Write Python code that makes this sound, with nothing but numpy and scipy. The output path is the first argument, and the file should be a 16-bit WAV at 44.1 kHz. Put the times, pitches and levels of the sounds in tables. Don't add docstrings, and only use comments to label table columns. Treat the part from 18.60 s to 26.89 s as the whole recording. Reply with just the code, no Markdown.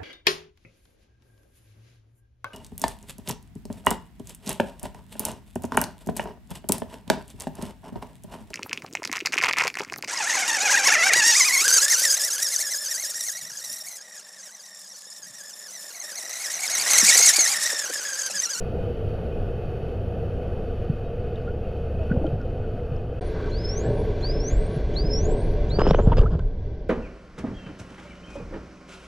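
import sys
import numpy as np
from scipy import signal
from scipy.fft import rfft, irfft
from scipy.io import wavfile
from scipy.ndimage import uniform_filter1d

SR = 44100
rng = np.random.default_rng(int(sys.argv[2]) if len(sys.argv) > 2 else 0)


def int16_out(signal):
    q = np.round(np.clip(np.atleast_2d(signal).T, -1, 1) * 32767)
    wavfile.write(sys.argv[1], SR, q.astype(np.int16))


N = 365588
TIME = np.arange(N) / SR
FREQ = np.maximum(np.arange(N // 2 + 1) * SR / N, 1)
TOP_HZ = 15600
CUT_S, RESUME_S = 4.597, 4.611
CHURN_START_S, CHURN_RISE_S = 7.08, 0.064


def undb(db):
    return 10 ** (np.asarray(db) / 20)


def curve(table, column=1):
    rows = np.asarray(table)
    return np.interp(TIME, rows[:, 0], rows[:, column])


def ramp(start_s, end_s):
    return np.clip((TIME - start_s) / max(end_s - start_s, 1 / SR), 0, 1)


def gate(start_s, end_s):
    return uniform_filter1d(1. 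* ((TIME > start_s) & (TIME < end_s)), 200)


def unit(x):
    return x / np.sqrt(np.mean(x ** 2))


def colour(x, points, resonances=()):
    hz, db = np.transpose(points)
    shape = np.interp(np.log(FREQ), np.log(hz), db)
    for centre, width, lift in resonances:
        shape = shape + lift * np.exp(-2 * ((FREQ - centre) / width) ** 2)
    return irfft(rfft(x) * undb(shape), N)


def band(x, low_hz, high_hz):
    return irfft(rfft(x) * ((FREQ >= low_hz) & (FREQ < high_hz)), N)


def filtered(x, order, edges_hz, kind="low"):
    return signal.sosfilt(signal.butter(order, edges_hz, kind, fs=SR, output="sos"), x)


def delay(x, ms):
    return irfft(rfft(x) * np.exp(-2j * np.pi * FREQ * ms / 1000), N)


def walk(rate):
    k = max(int(SR / rate), 1)
    held = np.repeat(rng.standard_normal(N // k + 2), k)
    return unit(uniform_filter1d(uniform_filter1d(held, k), k)[:N])


def crackle(per_s, spread_db):
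    sizes = undb(spread_db * np.minimum(rng.exponential(size=N), 5))
    return unit((rng.random(N) < per_s / SR) * sizes * rng.choice([-1, 1], N))


def add(out, start_s, sound):
    i = int(start_s * SR)
    out[i:i + len(sound)] += sound[:N - i]


# (f/Hz, level/dB)
FLEX = [(600, -45), (1000, -2), (2500, 0.5), (5000, 3), (7500, -6.5), (12000, -3)]


def ports(x, lag_ms, side_db):
    flex = undb(side_db) * delay(colour(x, FLEX), .45)
    side = (delay(x, lag_ms / 2) - delay(x, -lag_ms / 2)) / 2 + flex
    return np.array([x + side, x - side])


def water(spectrum, housing, body_db, hiss_db, crackle_db):
    noise = rng.standard_normal(N) + undb(crackle_db) * crackle(900, spread_db=2.5)
    coloured = colour(noise, spectrum, housing)
    body = band(coloured, 130, 1100) / np.std(band(coloured, 200, 900))
    hiss = band(coloured, 1100, TOP_HZ) / np.std(band(coloured, 1800, 7000))
    dulling = undb(hiss_db - hiss_db.max() - 1.5)
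    hiss = hiss + (dulling - 1) * band(hiss, 7200, TOP_HZ)
    return body * undb(body_db + .7 * walk(12)) + hiss * undb(hiss_db + .6 * walk(15))


FLUTTER_EDGES_HZ = [1100, 1800, 2350, 2850, 3600, 5000]
FLUTTER_PER_S, FLUTTER_DB = 9, 0.5
# (start t/s, length t/s, lower f/Hz, upper f/Hz, lift level/dB)
SWISHES = [(2.75, 0.058, 2400, 3000, 4.9), (3.38, .06, 2400, 3000, 3), (4.61, 0.044, 600, 1000, 6.9),
           (4.73, 0.11, 850, 1750, 6.7), (4.82, 0.064, 1250, 1750, 5.9), (4.865, 0.031, 850, 1350, 8.7),
           (5.21, .16, 1210, 1800, 2.7), (5.635, 0.024, 700, 1150, 7), (5.895, 0.029, 1500, 4000, 6.4)]


def stir(x):
    for low_hz, high_hz in zip(FLUTTER_EDGES_HZ, FLUTTER_EDGES_HZ[1:]):
        x = x + (undb(FLUTTER_DB * walk(FLUTTER_PER_S)) - 1) * band(x, low_hz, high_hz)
    for start, length, low_hz, high_hz, lift_db in SWISHES:
        two_way = signal.butter(3, [low_hz, high_hz], "band", fs=SR, output="sos")
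        swished = signal.sosfiltfilt(two_way, x)
        x = x + (undb(lift_db) - 1) * np.sin(np.pi * ramp(start, start + length)) * swished
    return x


# (f/Hz, level/dB per Hz)
DRIFT_COLOUR = [(10, -1.5), (22, 3.5), (40, 0), (58, -3), (85, -3), (120, -3.5), (150, -12), (250, -24),
                (500, -56.5), (2000, -130)]
DRIFT_DB = -30.5
# (t/s, level/dB)
FLOW = [(4.61, -27), (4.85, -24.5), (6.4, -24), (7.6, -18), (8.29, -35)]
# (f/Hz, level/dB per Hz)
FLOW_COLOUR = [(12, -10), (25, 3.5), (50, -3), (105, -7.5), (150, -18.5), (250, -30), (500, -58),
               (2000, -130)]
BUFFET_PER_S, BUFFET_DB = 7.7, 1.5


def rumble():
    drift = unit(colour(rng.standard_normal(N), DRIFT_COLOUR)) * undb(DRIFT_DB)
    flow_db = curve(FLOW) + BUFFET_DB * walk(BUFFET_PER_S)
    flow = unit(colour(rng.standard_normal(N), FLOW_COLOUR)) * undb(flow_db)
    return np.where(TIME < CUT_S, drift, flow)


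# (f/Hz, level/dB per Hz)
FIRST_WATER = [(130, -2), (300, -14.5), (470, -5), (750, -17), (1000, -27.5), (1400, -28.5), (2000, -40),
               (2900, -38), (4000, -49.5), (6700, -59), (8300, -67.5), (11000, -54), (13300, -62.5),
               (15000, -72)]
SECOND_WATER = [(130, -1.5), (220, -8.5), (430, -4.5), (650, -13), (850, -19), (1300, -32), (2000, -33),
                (3000, -37.5), (4300, -38), (5700, -45.5), (8000, -58.5), (12000, -63), (15000, -73)]
# (f/Hz, width f/Hz, lift level/dB)
FIRST_HOUSING = [(295, 215, 3.5), (475, 60, 4.5), (704, 98, 4.5), (1032, 138, -5), (1484, 30, 5),
                 (1850, 160, 1), (2350, 100, -9.5), (2515, 273, 8), (3040, 210, 5.5), (4496, 240, 9.5)]
SECOND_HOUSING = [(431, 48, 6), (591, 40, 5.5), (848, 57, -8), (937, 11, 4.5), (1122, 24, 8),
                  (1200, 180, -3.5), (1568, 140, 9.5), (2036, 48, 6), (2350, 110, 4.5), (3430, 130, 5.5),
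                  (3650, 100, -4), (4480, 310, 2.5), (5130, 310, -6)]
# (peak t/s, rise t/s, fall t/s, lift level/dB)
SURGES = [(3.57, 0.084, 0.16, 5), (5.27, 0.096, 0.65, 5.5), (6.7, 0.36, 0.48, 5)]
FIRST_BODY_DB, FIRST_HISS_DB, CALM_DB_PER_S = -32, -55, 0.8
SWELL_PER_S, SWELL_DB = 2.57, 0.5
SECOND_BODY_DB, SECOND_HISS_DB = -32.5, -52.5
BODY_FADE_S, HISS_FADE_S, QUIET_S = 7.5, 6.94, 7.82
BODY_DROP_DB, HISS_DROP_DB = 10, 13
WATER_WIDTH_DB = -5.5


def sea():
    surge = 0
    for peak, rise, fall, lift_db in SURGES:
        surge = surge + lift_db * (ramp(peak - rise, peak) - ramp(peak, peak + fall))
    calm = CALM_DB_PER_S * TIME + SWELL_DB * walk(SWELL_PER_S)
    first = water(FIRST_WATER, FIRST_HOUSING, FIRST_BODY_DB - calm + surge, FIRST_HISS_DB - calm,
                  crackle_db=-11.0)
    body_db = SECOND_BODY_DB + surge - BODY_DROP_DB * ramp(BODY_FADE_S, QUIET_S)
    hiss_db = SECOND_HISS_DB - HISS_DROP_DB * ramp(HISS_FADE_S, QUIET_S)
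    second = water(SECOND_WATER, SECOND_HOUSING, body_db, hiss_db, crackle_db=-7.5)
    stirred = stir(np.where(TIME < CUT_S, first, second))
    return ports(stirred, lag_ms=.045, side_db=WATER_WIDTH_DB) + rumble()


# (t/s, level/dB)
HUM_LEVEL = [(0, -34.5), (1.3, -34), (1.8, -29.5), (2.6, -38), (3.0, -29.5), (3.5, -26), (3.75, -33),
             (4.6, -42), (8.29, -38)]
HUM_HZ, HUM_WAVER_HZ = 72.14, .3
DRONE_HZ, DRONE_WIDTH_HZ, DRONE_DB = 98.8, 7, -35.5


def engine():
    hum_hz = HUM_HZ + HUM_WAVER_HZ * walk(4)
    hum = np.sin(2 * np.pi * np.cumsum(hum_hz) / SR) * undb(curve(HUM_LEVEL))
    phase = 2 * np.pi * DRONE_HZ * TIME
    drone = walk(2 * DRONE_WIDTH_HZ) * np.sin(phase) + walk(2 * DRONE_WIDTH_HZ) * np.cos(phase)
    return hum + undb(DRONE_DB) * unit(drone) * (TIME < CUT_S)


# (t/s, starting f/Hz, ring level/dB, ringing time t/s, glide in octaves)
BUBBLES = [(2.296, 149, -11.5, 0.058, -0.46), (2.44, 3800, -65, 0.22, 0), (2.758, 3760, -46, 0.013, -.1),
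           (2.82, 5000, -63, 0.022, 0), (2.872, 1386, -38, 0.12, 0.26), (3.05, 2820, -51, 0.049, -0.11),
           (3.385, 674, -33, 0.29, -0.57), (3.437, 5600, -59, .009, 0), (3.497, 1445, -37, 0.12, 0.025),
           (3.511, 197, -11, 0.036, -0.58), (3.515, 1517, -27.5, 0.034, -0.097),
           (3.529, 266, -26.5, 0.15, -0.57), (3.565, 540, -19.5, 0.023, -0.84),
           (3.572, 102, -12, 0.031, 0.27), (3.612, 312, -27, .06, 0), (3.6426, 600, -18.5, 0.03, 0.19),
           (3.646, 311, -21, 0.073, 0.07), (3.653, 1400, -43, 0.085, -.1),
           (3.666, 3220, -39.5, 0.024, -0.2), (3.726, 125, -18.5, 0.099, 0.77),
           (3.801, 1470, -43, 0.11, -0.26), (3.815, 5400, -56, 0.01, -.2), (4.038, 1430, -45, .06, -0.0099),
           (4.195, 2090, -49, .02, 0), (4.316, 131, -20, 0.069, 0.24), (4.364, 5350, -53, 0.011, -.2),
           (5.24, 1680, -46, 0.17, 0.26), (5.552, 1560, -50.5, 0.053, -0.071),
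           (5.258, 122.5, -22, 0.35, -0.78), (6.16, 151, -17, 0.084, -0.55),
           (6.438, 170, -19, 0.072, -0.22), (7.273, 3150, -31, .014, -0.25),
           (7.312, 150, -8.5, 0.037, 0.071), (7.357, 3100, -36, .014, -0.3), (7.391, 695, -14, 0.015, -1.1),
           (7.395, 1040, -21.5, 0.013, -1.2), (7.458, 3300, -51, 0.023, -0.5),
           (7.518, 935, -18, 0.05, -0.042), (7.531, 1590, -38, 0.029, 2), (7.589, 1250, -30, .016, -0.29),
           (7.614, 415, -20, 0.079, -0.072), (7.658, 1210, -28, 0.049, 0.84),
           (7.72, 161.4, -18.5, 0.13, -0.038), (7.797, 1560, -45.5, 0.062, -0.23)]
PINCH_DB = 3


def bubbles():
    out = np.zeros(N)
    for start, hz, db, t60, glide in BUBBLES + shower():
        t = TIME[:int(t60 * SR)]
        phase = 2 * np.pi * np.cumsum(hz * 2 ** (glide * t / t60)) / SR
        swell = (1 - np.exp(-t / (.05 * t60))) ** 2
        ring = swell * np.exp(-np.log(1000) * t / t60) * (1 - t / t60)
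        wobble = filtered(rng.standard_normal(len(t)), 3, [.75 * hz, 1.3 * hz], "band")
        sound = ring / ring.max() * (np.sin(phase) + .16 * unit(wobble))
        if hz > 2500 and start < CHURN_START_S:
            click = np.exp(-t * hz / 1.5) * np.cos(phase) * (1 - np.exp(-t * hz * 8))
            sound = sound + undb(PINCH_DB) * click
        add(out, start, undb(db) * sound)
    return ports(out, lag_ms=0.05, side_db=-12)


# (t/s, f/Hz, level/dB before the common gain)
WHISTLES = [
    [(4.61, 8600, -81), (4.618, 8718, -58), (4.624, 8700, -80), (4.676, 9700, -61), (4.684, 9800, -77),
     (4.69, 9785, -84)],
    [(4.917, 4040, -48.5), (4.965, 4590, -48), (4.995, 5020, -50.5), (5.033, 5140, -55), (5.048, 5185, -41),
     (5.092, 5310, -39.5), (5.134, 5600, -40), (5.147, 5770, -52), (5.172, 6100, -40), (5.205, 6720, -50),
     (5.233, 7300, -66), (5.265, 7800, -55), (5.285, 8000, -74), (5.411, 9940, -68), (5.44, 10276, -82)],
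    [(5.626, 4010, -48), (5.646, 4410, -35.5), (5.66, 4630, -40), (5.712, 4940, -41), (5.73, 5160, -53),
     (5.798, 5290, -46), (5.835, 5610, -47), (5.87, 6000, -42), (5.882, 6180, -36.5), (5.904, 6600, -48),
     (5.948, 7400, -57.5), (5.998, 8024, -66), (6.072, 8680, -61), (6.078, 8900, -74), (6.168, 10119, -64)],
    [(6.359, 3790, -43), (6.371, 4290, -34), (6.417, 4820, -43), (6.445, 4920, -59), (6.461, 5050, -44),
     (6.487, 5190, -58), (6.513, 5215, -36.5), (6.571, 5535, -36), (6.627, 6180, -52), (6.655, 6795, -43.5),
     (6.683, 7200, -64), (6.723, 7720, -49.5), (6.743, 8018, -71), (6.801, 8530, -59), (6.91, 10200, -81)],
    [(7.105, 3760, -41), (7.121, 4280, -43), (7.147, 4504, -48), (7.157, 4620, -44), (7.189, 4823, -57.5),
     (7.211, 4970, -51), (7.309, 5440, -51.5), (7.335, 5800, -70), (7.381, 6300, -59), (7.415, 6930, -71),
     (7.435, 7170, -61), (7.475, 7930, -77), (7.489, 8007, -88), (7.581, 8930, -75), (7.665, 10255, -85)],
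]
# (extra delay/ms, level/dB)
PATHS = [(3.7, -12.5), (7.9, -14.5), (14.5, -14.5)]
WHISTLE_DB = 5
ADDED_GAP_HZ, ADDED_DB, ADDED_FADE_DB_PER_S = 6750, -44.5, 12
ADDED_DROP_DB = 14
ADDED_FOLLOW = .4
PATCH_LEAD_S, PATCH_S, PATCH_RISE_HZ, PATCH_DB = .005, .048, 2400, -68


def dolphin():
    tone = np.zeros(N)
    waver = 1 + .001 * walk(90)
    roughness, uneven_db = walk(2800), 4 * walk(45)
    drop_db = ADDED_DROP_DB * ramp(CHURN_START_S, CHURN_START_S + CHURN_RISE_S)
    for whistle in WHISTLES:
        start, end = whistle[0][0], whistle[-1][0]
        peak_db = max(row[2] for row in whistle)
        level_db = curve(whistle, 2)
        after = ramp(end, end + PATCH_S)
        hz = uniform_filter1d(curve(whistle) + PATCH_RISE_HZ * after, size=700) * waver
        phase = 2 * np.pi * np.cumsum(hz) / SR
        voice = np.sin(phase) + undb(-43) * np.sin(2 * phase) * (hz < 5000)
        fade_db = ADDED_FADE_DB_PER_S * np.maximum(TIME - start, 0)
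        added_db = peak_db + ADDED_DB - drop_db - fade_db + uneven_db
        added_db = added_db + ADDED_FOLLOW * (level_db - peak_db)
        added = undb(added_db) * np.sin(phase + 2 * np.pi * ADDED_GAP_HZ * TIME)
        tone += gate(start, end) * (undb(level_db + WHISTLE_DB) * voice + added)
        if end < CHURN_START_S:
            patch = undb(PATCH_DB) * roughness * np.sin(phase)
            tone += gate(end - PATCH_LEAD_S, end + PATCH_S) * np.sqrt(1 - after) * patch
        if start > RESUME_S + PATCH_S:
            add(tone, start - .026, squeak())
    tone = tone * undb(walk(120)) * (TIME > CUT_S)
    mirrored = sum(undb(db) * delay(tone, ms) for ms, db in PATHS)
    t = TIME[:SR // 3]
    tail = rng.standard_normal(len(t)) * undb(-60 * t / 0.12)
    scattered = signal.fftconvolve(tone, tail / np.sqrt(np.sum(tail ** 2)))[:N]
    return ports(tone + mirrored + undb(-12) * scattered, lag_ms=.085, side_db=-14)


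def squeak(length=.026, low_hz=2600, high_hz=3600):
    u = np.linspace(0, 1, int(length * SR))
    phase = 2 * np.pi * np.cumsum(low_hz + (high_hz - low_hz) * np.sin(np.pi * u / 2)) / SR
    partials = undb(-52.5) * np.sin(phase) + undb(-58.5) * np.sin(2 * phase) + undb(-75) * np.sin(3 * phase)
    flutter = undb(3 * walk(250)[:len(u)])
    return partials * flutter * np.sqrt(4 * u * (1 - u))


# (f/Hz, level/dB per Hz)
FROTH = [(60, 1.5), (150, 12.5), (260, 2), (450, 6.5), (950, -9), (1500, -13.5), (2150, -33.5),
         (3100, -24.5), (4200, -37), (5200, -35.5), (7000, -38.5), (9000, -52), (12000, -66),
         (15000, -86.5)]
CHURN_END_S, CHURN_DB, CHURN_FADE_DB_PER_S = 7.62, -33, 59.5


def churn():
    froth = unit(colour(crackle(6500, spread_db=2.0), FROTH))
    softened = froth - 0.24 * band(froth, 800, TOP_HZ)
    level_db = CHURN_DB - CHURN_FADE_DB_PER_S * np.maximum(TIME - CHURN_END_S, 0)
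    out = softened * undb(level_db) * ramp(CHURN_START_S, CHURN_START_S + CHURN_RISE_S)
    return ports(out, lag_ms=0.082, side_db=-26.0)


# (t/s, pulse level/dB, base f/Hz that the falling pitch is scaled from,
# fall time/ms, crack level/dB re the pulse, housing ring level/dB)
SLAPS = [(7.187, -14, 912, 2.6, -21, -9.5), (7.217, -13, 1570, 2.4, -10, -19),
         (7.2667, -9.5, 1080, 2.8, -15.5, -15), (7.309, -9.5, 1866, 1.6, -7, -4.5),
         (7.346, -13.5, 1507, 2.4, -8, -10), (7.3885, -17, 1166, 4, -16, -12.5),
         (7.473, -3.5, 307, 5.2, -23, -10.5), (7.57, -33, 2800, 1.2, -4.5, -17.5),
         (7.582, -21.5, 1300, 3.4, -14.5, -11.5), (7.593, -5, 115, 11, -15, -29),
         (7.651, -12, 200, 7, -18.5, -30), (7.752, -21, 300, 6, -9, -21)]
SLAP_RING_HZ, SLAP_RING_T60_S = 457, 0.028


def slaps():
    out, t = np.zeros(N), TIME[:SR // 3]
    ring = np.sin(2 * np.pi * SLAP_RING_HZ * t) * np.exp(-np.log(1000) * t / SLAP_RING_T60_S)
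    ring = ring * (1 - np.exp(-t / .0006))
    for start, db, hz, fall_ms, crack_db, ring_db in SLAPS:
        age = t / (fall_ms / 1000)
        phase = 2 * np.pi * np.cumsum(hz * (0.139 + 0.735 * np.exp(-age))) / SR
        push = (1 - np.exp(-age / .4)) * np.exp(-age / 1.7)
        pulse = push / push.max() * np.sin(phase)
        crack = unit(filtered(rng.standard_normal(len(age)), 4, min(1.7 * hz, TOP_HZ)))
        crack = crack * (1 - np.exp(-age / .1)) * np.exp(-age / .8)
        add(out, start, undb(db) * (pulse + undb(crack_db) * crack) + undb(ring_db) * ring)
    return ports(out, lag_ms=0.087, side_db=-19.5)


# (t/s, length t/s, level/dB before the lifts, body lift level/dB, treble lift level/dB,
# swell level/dB from start to end, upper edge f/Hz)
GUSHES = [(7.189, 0.034, -12, -9.5, -2.5, 4, 7600), (7.23, 0.015, -26.5, -10.5, 4.5, -1, 4050),
          (7.249, 0.02, -19, -4, -1.5, 1.5, 5000), (7.27, 0.048, -20, -2, 2, 0, 7500),
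          (7.332, 0.02, -22, -12.5, 6, 4, 3600), (7.36, .065, -30.5, -9, 2.5, -0.5, 3500),
          (7.385, 0.02, -25, 3.5, -6.5, -5, 3000), (7.469, 0.045, -28, -1, -7, -0.5, 5010),
          (7.518, 0.018, -20.5, -2.5, 2.5, -2.5, 3300), (7.567, .028, -23, -1.5, 9, 2, 6500),
          (7.598, .022, -28.5, 3, 4.5, 0.5, 9000), (7.623, 0.022, -25, 2.5, -13, -1, 2000),
          (7.709, 0.048, -31.5, 0, -2, -3, 7000), (7.792, 0.0042, -33, 1, 5.5, -0.5, 8900)]
# (f/Hz, width f/Hz, lift level/dB)
FROTH_RINGS = [(794, 49, -7), (1570, 89, 1), (3040, 560, 2.5), (4940, 420, 8.5), (5800, 580, -17)]


def gushes():
    froth = unit(colour(crackle(3200, spread_db=3.5), FROTH, FROTH_RINGS))
    body, fizz = band(froth, 0, 900), band(froth, 1900, TOP_HZ)
    out = np.zeros(N)
    for start, length, db, body_db, lift_db, swell_db, edge_hz in GUSHES:
        level_db = db + swell_db * (ramp(start, start + length) - 1.0)
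        gush = froth + (undb(body_db) - 1) * body + (undb(lift_db) - 1) * fizz
        gush = filtered(gush, 4, min(edge_hz, TOP_HZ))
        out += gate(start, start + length) * undb(level_db) * gush
    return ports(out, lag_ms=0.082, side_db=-26.0)


SHOWER_LOW_HZ, SHOWER_HIGH_HZ = 896, 3660
SHOWER_DB, SHOWER_CYCLES = -10, 25


def shower(count=5):
    rows = []
    for start, length, db, _, lift_db, *_ in GUSHES:
        for when, small in rng.random((count, 2)):
            hz = SHOWER_LOW_HZ * (SHOWER_HIGH_HZ / SHOWER_LOW_HZ) ** small
            peak_db = db + SHOWER_DB + small * min(lift_db, 0) - 20 * np.log10(hz / SHOWER_LOW_HZ)
            rows.append((start + when * length, hz, peak_db, SHOWER_CYCLES / hz, .3))
    return rows


# (t/s, level/dB)
TREBLE_LEAN = [(6.95, 3), (7.12, 8), (7.35, 0), (7.55, 2.5), (7.75, 6), (8.29, 15.5)]


def scene():
    sound = sea() + engine() + bubbles() + dolphin() + churn() + slaps() + gushes()
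    ratio = undb(curve(TREBLE_LEAN))
    lean = (ratio - 1) / (ratio + 1) * band(sound, 4000, TOP_HZ)
    return sound + np.array([[-1], [1]]) * lean


# (t/s, level/dB of the side sound)
WIDTH = [(6.1, -50), (6.2, -29), (6.4, -16), (6.6, -11.5), (7, -7), (7.17, -3.5)]


def record(dry):
    mid = dry.mean(axis=0)
    opened = mid + (dry - mid) * undb(curve(WIDTH))
    running = gate(.003, CUT_S - .002) + gate(RESUME_S, TIME[-1] - .003)
    return signal.sosfilt(signal.ellip(8, .2, 70, TOP_HZ, fs=SR, output="sos"), opened * running)


dry = scene()
out = record(dry)
int16_out(out)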